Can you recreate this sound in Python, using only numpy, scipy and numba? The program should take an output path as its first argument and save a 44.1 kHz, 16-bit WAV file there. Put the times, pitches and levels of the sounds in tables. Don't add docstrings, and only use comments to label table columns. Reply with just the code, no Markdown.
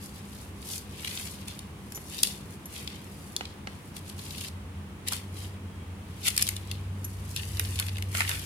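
import sys
import numpy as np
from scipy import signal
from scipy.fft import rfft, irfft, next_fast_len
from scipy.io import wavfile
from scipy.ndimage import uniform_filter1d
from numba import njit

SR = 44100
rng = np.random.default_rng(int(sys.argv[2]) if len(sys.argv) > 2 else 0)


def dump_mix(stems):
    frames = np.atleast_2d(stems).T
    limited = np.clip(frames, -1, 1)
    pcm = np.round(limited * 32767).astype(np.int16)
    wavfile.write(sys.argv[1], SR, pcm)


N = 372644
T = np.arange(N) / SR

# t/s at full speed, attack/s, hold/s, release/s, relative level/dB, scrape offset/dB
FLOUR_RUBS = [ (0.028, 0.054, .01, 0.12, -43.5, -8), (0.153, .05, 0.0084, 0.15, -49, -2),
              (0.356, 0.29, 0.074, 0.14, -50, -5.5), (0.697, 0.11, 0.059, 0.086, -35.5, -6.5),
              (1.058, 0.23, 0.074, 0.45, -41.5, 0.5), (1.17, 0.16, 0.1, 0.09, -40.5, -8),
              (1.317, .05, 0.027, 0.039, -46, -5), (1.478, 0.012, 0.004, 0.16, -44, 1),
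              (1.945, 0.28, 0.16, 0.19, -50.5, -15), (2.135, 0.092, 0.081, .1, -41, -1),
              (2.245, 0.034, 0.0068, 0.14, -33.5, -1), (2.519, 0.12, 0.024, 0.032, -50, -9),
              (2.763, 0.1, 0.026, 0.17, -41.5, -1), (2.902, 0.017, 0.014, 0.18, -55.5, 11),
              (3.132, 0.88, 0.18, 0.18, -52.5, -10), (3.418, 0.037, 0.032, 0.21, -58.5, 8),
              (3.69, .02, 0.037, 0.13, -60.5, 6), (3.875, 0.21, .01, 0.089, -54.5, -23),
              (3.965, 0.027, 0.0054, 0.052, -42.5, -3), (4.094, 0.088, 0.0047, 0.055, -45, -3),
              (4.185, 0.037, 0.14, .15, -47, -1.5), (4.387, 0.27, 0.1, 0.012, -42.5, -0.5),
              (5.077, 0.016, .005, 0.018, -34.5, 2.5), (5.122, 0.027, 0.016, 0.085, -33.5, 0),
              (5.378, 0.09, 0.065, 0.11, -46, -1.5), (6.263, 0.036, 0.014, 0.015, -26, -0.5),
              (6.3, 0.21, 0.17, 0.27, -43.5, 0), (6.388, 0.032, 0.041, 0.022, -42, 8),
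              (6.687, 0.052, 0.057, 0.19, -56.5, 6), (7.106, 0.24, .02, 0.14, -53, -16),
              (7.296, 0.13, 0.18, 0.24, -48.5, -24), (7.368, 0.015, 0.018, 0.07, -50.5, 12.5),
              (7.587, 0.58, 0.22, 0.35, -42.5, -3), (8.171, 0.071, 0.048, 0.076, -33, 0),
              (8.282, 0.073, 0.034, 0.28, -35.5, -0.5)]
# t/s, f/Hz
SCRAPE_RESONANCE = [(.75, 3420), (1.05, 2770), (1.35, 3160), (2.25, 3550), (2.85, 2710), (3.37, 3340),
                    (4.4, 3340), (6.3, 2970), (7.4, 2980), (8.1, 2360), (8.207, 2300), (8.29, 2520)]
# f/Hz, relative level/dB
FLOUR_EQ = [(300, -15), (1500, -13), (2500, -33), (3600, -24), (4300, 1), (5500, -0.5), (7500, 1),
            (10500, 4), (12500, -0.5), (15000, -7), (16500, -33)]
# t/s, relative snap level/dB, relative body level/dB, body f/Hz
CONTACT_CLICKS = [(0.625, -53, -48, 3500), (0.713, -39, -48, 4500), (0.734, -43, -40, 4300),
                  (0.779, -39, -58, 3500), (1.0455, -46, -33.5, 2730), (1.073, -52, -35.5, 2880),
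                  (1.078, -51, -36, 2700), (1.111, -54, -40.5, 3400), (1.1735, -51, -38, 3300),
                  (1.197, -51, -42, 2420), (1.2725, -51, -45, 4400), (1.482, -41, -43, 3300),
                  (1.591, -43, -48, 3270), (1.921, -43.5, -48, 2600), (2.188, -44, -36, 3840),
                  (2.231, -19, -42, 4300), (2.2328, -20.5, -23, 4000), (2.249, -48, -36, 3000),
                  (2.271, -33, -36, 3800), (2.762, -54, -41.5, 3000), (2.875, -48, -33, 3300),
                  (3.3638, -36, -35, 4230), (3.453, -60, -38, 3800), (3.965, -42, -43, 2820),
                  (4.097, -44, -51.5, 3500), (4.191, -47, -43, 3970), (4.306, -42, -42.5, 3800),
                  (4.38, -42, -44, 3200), (4.41, -44, -39, 3500), (4.446, -45, -39, 3000),
                  (5.0835, -27, -37, 4380), (5.122, -30, -51, 3200), (5.133, -33, -41, 3800),
                  (6.2545, -39, -38, 2700), (6.268, -32, -34, 2930), (6.2805, -22.5, -28, 3200),
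                  (6.285, -26, -32, 2800), (6.303, -34, -44, 3500), (6.364, -30, -42, 3000),
                  (6.377, -21, -30.5, 2600), (6.393, -37, -33, 3100), (6.4112, -30, -40, 2900),
                  (6.419, -29, -43, 3000), (6.4238, -19.5, -30, 2790), (6.4675, -34, -35, 3580),
                  (6.475, -33, -36, 3600), (6.4878, -24.5, -33, 2620), (6.564, -38.5, -38, 3760),
                  (6.7135, -36.5, -34, 3223), (7.362, -33, -31.5, 3260), (7.3715, -53, -37, 3800),
                  (7.397, -57, -40.5, 2907), (7.432, -48, -40.5, 2860), (7.57, -42, -40, 3700),
                  (7.595, -24.5, -32, 2880), (7.649, -49, -39, 3300), (7.757, -44, -42, 3165),
                  (7.789, -38, -31, 3100), (7.7975, -25.5, -33, 3100), (7.823, -53, -37, 2700),
                  (7.866, -40.5, -45, 3190), (7.883, -46, -37, 2860), (7.891, -55, -40, 2800),
                  (7.957, -55, -43, 2600), (7.969, -47, -40, 2970), (7.982, -42.5, -38.5, 2400),
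                  (8.023, -38.5, -36, 2490), (8.1495, -41, -29.5, 2306), (8.171, -36, -36, 2960),
                  (8.205, -32, -22.5, 1860), (8.218, -45, -28, 2200), (8.249, -48, -35, 1970),
                  (8.276, -43, -35, 2700), (8.2922, -29, -33, 2590), (8.313, -54, -33.5, 2500)]
# t/s, relative level/dB, decay/s, hollow f/Hz
DOUGH_FLAPS = [(5.1191, -35.5, 0.015, 1150), (6.393, -40, 0.0055, 1300), (7.596, -31, 0.0059, 1820),
               (7.8, -41.5, 0.024, 1500), (8.148, -31, 0.008, 1400), (8.182, -37, 0.015, 1400),
               (8.204, -26, 0.012, 1480), (8.291, -35.5, 0.046, 1610)]
# f/Hz, relative level/dB
THUD_EQ = [(200, -9), (550, 2), (900, -2), (1500, -18), (3000, -14), (12000, -31)]
# t/s, relative level/dB, ring time multiple, tilt/(dB per octave)
PIN_CLACKS = [(1.1738, -36.5, .8, -9), (1.591, -39, .8, 5), (1.9215, -41, .9, 5), (2.2333, -17, .65, -1),
              (2.8752, -35.5, .9, -5), (3.3643, -22.5, .75, -1)]
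# f/Hz, relative level/dB, t60/s at ring multiple 1
PIN_MODES = [(3410, -2, .018), (3800, -10, 0.015), (4260, -0.5, 0.012), (5440, -1, .016), (6000, -2, .012),
             (7030, -3, 0.017), (8550, -11, .01), (10850, -3.5, .012), (13000, -13, .01)]
# t/s, relative level/dB, ring time multiple, tilt/(dB per octave)
COUNTER_KNOCKS = [(1.975, -36.5, .6, -4), (3.409, -30.5, .7, 2), (3.672, -30.5, .75, 0)]
# f/Hz, relative level/dB, t60/s at ring multiple 1
COUNTER_MODES = [(308, -11, 0.044), (417, -3, 0.021), (520, -2, 0.032), (630, -15, 0.018), (764, -5, 0.048),
                 (820, -2, 0.048), (1310, -3.5, 0.037), (1590, -3, 0.039), (1910, -6.5, 0.11),
                 (2050, -1, 0.036), (2530, -1, 0.014), (3000, 1.5, 0.03), (4160, 1, 0.0099)]
# t/s, relative level/dB, ring time multiple, tilt/(dB per octave)
METAL_CLINKS = [(1.948, -48.5, 1, -2), (1.957, -46.5, .9, -1), (1.967, -49, .8, -1), (2.004, -63, 1.5, 8),
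                (2.657, -46, .6, 5), (7.044, -45, .8, 2), (7.0475, -45, .8, 2), (7.053, -53, 1, 11)]
# f/Hz, relative level/dB, t60/s at ring multiple 1
METAL_MODES = [(5800, -1, .04), (6060, 4, 0.049), (7009, -1, .065), (9450, -11, .04), (9690, -1, 0.061),
               (10210, -2, .06), (10950, -7, .03), (11290, -3.5, 0.11), (11400, 3.5, 0.07),
               (11600, -10, .035), (12800, -3, 0.076), (13400, -5, .055)]
# t/s, f/Hz, level/dB
MOTOR_UPPER_TONE = [(0, 94.3, -52), (3.7, 94, -57), (4.2, 94.1, -47.5), (4.8, 94, -51.5),
                    (5.4, 93.8, -39.5), (5.8, 94.3, -46), (6.4, 94.6, -43.5), (6.9, 95.15, -35),
                    (7.3, 95.2, -41), (7.6, 95.4, -36), (8.05, 95.5, -32), (8.45, 94.1, -40.5)]
MOTOR_LOWER_TONE = [(0, 89, -75), (3.9, 86.5, -57), (4.8, 86, -40.5), (5.35, 86, -68), (5.9, 85.2, -44),
                    (6.25, 85, -59), (6.7, 84, -53), (7.2, 83.2, -67), (7.6, 82.56, -38.5),
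                    (8.05, 82.1, -47), (8.45, 80.6, -55)]
# t/s, level/dB
MOTOR_SWELL = [(0, -79), (5.5, -59), (6.25, -57), (6.6, -47), (7.1, -49.5), (7.35, -40.5), (7.7, -48),
               (8.45, -47)]
# f/Hz, level/dB
HUM_TONES = [(60, -65.5), (99.8, -62), (139, -60), (151, -59), (200.3, -54)]
# f/Hz, relative level/dB
RUMBLE_EQ = [(22, -34), (36, -15.5), (50, -19), (62, 0), (90, -1), (116, -6.5), (143, -7), (172, -5.5),
             (200, -2.5), (235, -8.5), (310, -10.5), (470, -15.5), (640, -23), (900, -45)]
AIR_EQ = [(450, -27), (680, -1), (810, 2), (1120, 1), (1450, -4), (2100, -4.5), (3000, -7), (4500, -15.5),
          (7000, -18), (10000, -15), (14500, -34), (16000, -45)]
# f/Hz, side minus mid level/dB
ROOM_WIDTH = [(60, -15), (125, -16), (250, -16), (500, -7), (1000, -1), (4000, 1), (12000, -1)]


def rolling():
    hiss_db, scrape_db = rub_envelopes()
    pitch_hz, = curves(SCRAPE_RESONANCE)
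    crumbs = undb(scrape_db - 9.5) * flour_grind(per_s=80, spread_db=1, grain_s=.00055, rush=0)
    hiss = undb(hiss_db) * flour_grind(per_s=500, spread_db=3.5, grain_s=.0012, rush=.5)
    hiss += undb(-8) * crumbs
    scrape = undb(scrape_db - 2.5) * flour_grind(per_s=490, spread_db=2, grain_s=.0023, rush=.53)
    scrape += crumbs
    snaps, bodies = clicks(list(CONTACT_CLICKS) + crackles(scrape_db, pitch_hz))
    wander_hz = pitch_hz * 2 ** (.15 * drift(per_s=70))
    body = bodies + np.array([resonate(channel, wander_hz, width=1) for channel in scrape])
    body = signal.sosfilt(signal.butter(2, 1100, "high", fs=SR, output="sos"), body)
    bright = undb(-1.43) * pan(hiss, left_db=2) + undb(-.5) * pan(snaps, left_db=2.5)
    return counter_reflection(equalise(bright, FLOUR_EQ) + undb(-.5) * pan(body, left_db=2.5))


def rub_envelopes(slope_db=20):
    hiss_power = scrape_power = 1e-12
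    for start, attack_s, hold_s, release_s, db, scrape_offset_db in FLOUR_RUBS:
        before = np.maximum((start - T) / attack_s, 0)
        after = np.maximum((T - start - hold_s) / release_s, 0)
        power = undb(db - slope_db * np.minimum(before + after, 10)) ** 2
        hiss_power += power
        scrape_power += power * undb(scrape_offset_db) ** 2
    return 10 * np.log10(hiss_power), 10 * np.log10(scrape_power)


def flour_grind(per_s, spread_db, grain_s, rush):
    slips = rng.random(N) < per_s / SR
    sizes = slips * undb(spread_db * np.minimum(rng.exponential(size=N), 4))
    power = signal.lfilter([1], [1, -np.exp(-1 / (grain_s * SR))], sizes ** 2)
    envelope = np.sqrt(power / power.mean() + rush)
    return unit(stereo_noise(N, shared=.016) * envelope * undb(.76 * drift(per_s=110)))


def crackles(scrape_db, pitch_hz, per_s=26):
    chance = rng.random((int(per_s * N / SR), 4))
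    times = chance[:, 0] * T[-1]
    scatter = 2 * chance[:, 1:].T - 1
    snap_db, body_db = np.interp(times, T, scrape_db) + 2.5 * scatter[:2]
    hz = np.interp(times, T, pitch_hz) * 2 ** (.25 * scatter[2])
    return list(zip(times, snap_db - 13, body_db - 3.5, hz))


def clicks(events, rise_s=.0003, snap_decay_s=.0014, body_decay_s=.0024):
    snaps, bodies, t = np.zeros((2, N)), np.zeros((2, N)), T[:SR // 20]
    scale = np.sqrt(.01 * SR / len(t))
    attack = (1 - np.exp(-t / rise_s)) ** 2
    crack_times = np.linspace(0, t[-1], 70)
    for start, snap_db, body_db, hz in events:
        cracks = attack * undb(3.5 * np.interp(t, crack_times, rng.standard_normal(len(crack_times))))
        snap = cracks * np.exp(-t / snap_decay_s) * stereo_noise(len(t), shared=.084)
        push = cracks * np.exp(-t / body_decay_s) * stereo_noise(len(t), shared=.24)
        body = np.array([resonate(channel, hz, width=.79) for channel in push])
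        add(snaps, start, undb(snap_db) * scale * unit(snap))
        add(bodies, start, undb(body_db) * scale * unit(body))
    return snaps, bodies


def counter_reflection(x, lag_s=.0012, gain=.65):
    echo = np.array([np.interp(T - lag_s * np.exp(.3003 * drift(per_s=3)), T, side) for side in x])
    return (x + gain * echo) / np.sqrt(1 + gain ** 2)


def dough_flaps(rise_s=.00015):
    envelope, t = np.zeros((2, N)), T[:SR // 4]
    for start, db, decay_s, _ in DOUGH_FLAPS:
        flap = (1 - np.exp(-t / rise_s)) * np.exp(-t / decay_s)
        add(envelope, start, undb(db) * np.tile(flap, (2, 1)))
    pocket_hz = curves(DOUGH_FLAPS)[-1]
    puffs = envelope * stereo_noise(N, shared=.49)
    hollow = np.array([resonate(channel, pocket_hz, width=.69) for channel in puffs])
    thud = equalise(envelope * stereo_noise(N, shared=.47), THUD_EQ)
    return pan(hollow + undb(-11.5) * thud, left_db=-7)


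def pin_clacks():
    return pan(strikes(PIN_CLACKS, PIN_MODES, crack_db=-4.5, crack_s=.0011, detune=.025), left_db=2.5)


def counter_knocks():
    knocks = undb(-2.5) * strikes(COUNTER_KNOCKS, COUNTER_MODES, crack_db=6, crack_s=.0036, detune=.015)
    return signal.sosfilt(signal.butter(2, 4500, fs=SR, output="sos"), knocks)


def metal_clinks():
    return undb(6) * strikes(METAL_CLINKS, METAL_MODES, crack_db=-7, crack_s=.0036, detune=.0021)


def strikes(events, modes, crack_db, crack_s, detune):
    out, t = np.zeros((2, N)), T[:SR // 4]
    hz, db, t60 = np.transpose(modes)[:, :, None]
    octaves = np.log2(hz) - np.log2(hz).mean()
    for start, level_db, ring_multiple, tilt_db in events:
        angle, spread, scatter_db, mistune = rng.standard_normal((4, len(modes), 1))
        phase = np.pi * angle + .5 * np.array([spread, -spread])
        envelope = undb(db + tilt_db * octaves + scatter_db - 60 * t / (t60 * ring_multiple))
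        ring = envelope * np.sin(2 * np.pi * hz * (1 + detune * mistune) * t + phase)
        crack = undb(crack_db) * np.exp(-t / crack_s) * stereo_noise(len(t), shared=.079)
        add(out, start, undb(level_db) * (ring.sum(axis=1) + crack))
    return out


def kitchen_reverb(x, tail_db=-11.5, t60_s=.3):
    t = T[:SR // 2]
    tail = unit(rng.standard_normal((2, len(t))) * undb(-60 * t / t60_s))
    response = undb(tail_db) * tail / np.sqrt(len(t))
    response[0, 11] += 1
    response[1, 0] += 1
    return signal.fftconvolve(x, response, axes=1)[:, :N]


def motor(rumble_hz=68):
    rumble_db, = curves(MOTOR_SWELL)
    rumble = unit(resonate(rng.standard_normal(N), rumble_hz, width=.22))
    octave = unit(resonate(rng.standard_normal(N), 2 * rumble_hz, width=.26))
    throb = motor_tone(MOTOR_UPPER_TONE) + motor_tone(MOTOR_LOWER_TONE)
    return throb + undb(rumble_db) * (rumble + undb(-5) * octave)


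def motor_tone(rows):
    hz, db = curves(rows)
    return undb(db + 1.1 * drift(per_s=13)) * np.sqrt(2) * np.sin(2 * np.pi * np.cumsum(hz) / SR)


def room_tone():
    rumble = undb(-45 + .12 * drift(per_s=3.2)) * equalise(rng.standard_normal((2, N)), RUMBLE_EQ)
    air = undb(-55 + .35 * drift(per_s=24)) * equalise(rng.standard_normal((2, N)), AIR_EQ)
    mid, side = rumble + air
    side = equalise(side, ROOM_WIDTH, keep_power=False)
    return mid + np.array([side, -side])


def mains_hum():
    hum = np.zeros(N)
    for hz, db in HUM_TONES:
        amplitude = np.sqrt(2) * undb(db + 1.24 * drift(per_s=8.3))
        hum += amplitude * np.sin(2 * np.pi * hz * T + .41 * drift(per_s=5))
    return hum


def whine(peak_s=5.7, swell_s=.35, hz=3270, level_db=-71):
    swell = np.exp(-((T - peak_s) / swell_s) ** 2)
    return undb(level_db) * swell * unit(resonate(rng.standard_normal(N), hz, width=.02))


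def undb(db):
    return 10 ** (np.asarray(db) / 20)


def unit(x):
    return x / np.sqrt(np.mean(x ** 2))


def curves(rows):
    times, *columns = np.transpose(rows)
    return [np.interp(T, times, column) for column in columns]


def equalise(x, points, keep_power=True):
    size = next_fast_len(N + 8192, True)
    hz, db = np.transpose(points)
    gain = undb(np.interp(np.log(np.fft.rfftfreq(size, 1 / SR) + 1), np.log(hz), db))
    cepstrum = irfft(np.log(unit(gain) if keep_power else gain), size)
    cepstrum[1:size // 2] *= 2
    cepstrum[size // 2 + 1:] = 0
    return irfft(rfft(x, size) * np.exp(rfft(cepstrum)), size)[..., :N]


@njit
def bandpass(x, hz, width):
    y, band_state, low_state = np.empty(len(x)), 0., 0.
    for i in range(len(x)):
        g = np.tan(np.pi * hz[i] / SR)
        band = (band_state + g * (x[i] - low_state)) / (1 + g * (g + width))
        band_state = 2 * band - band_state
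        low_state += 2 * g * band
        y[i] = width * band
    return y


def resonate(x, hz, width):
    hz, width = hz * np.ones(len(x)), float(width)
    return bandpass(bandpass(x, hz, width), hz, width) * np.sqrt(2 * SR / (np.pi * hz * width))


def drift(per_s):
    step = int(SR / per_s)
    return unit(uniform_filter1d(np.repeat(rng.standard_normal(N // step + 2), step), step)[:N])


def pan(x, left_db):
    return x * undb(np.array([[left_db], [-left_db]]) / 2)


def stereo_noise(size, shared):
    centre = np.sqrt(shared) * rng.standard_normal(size)
    return centre + np.sqrt(1 - shared) * rng.standard_normal((2, size))


def add(out, start_s, sound):
    i = int(start_s * SR)
    out[:, i:i + sound.shape[1]] += sound[:, :N - i]


def scene():
    hits = counter_knocks() + pin_clacks() + metal_clinks()
    foreground = kitchen_reverb(rolling() + dough_flaps() + hits)
    return foreground + room_tone() + mains_hum() + motor() + whine()


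def record(dry):
    return signal.sosfilt(signal.ellip(8, .2, 70, 16000, fs=SR, output="sos"), dry)


dry = scene()
out = record(dry)
dump_mix(out)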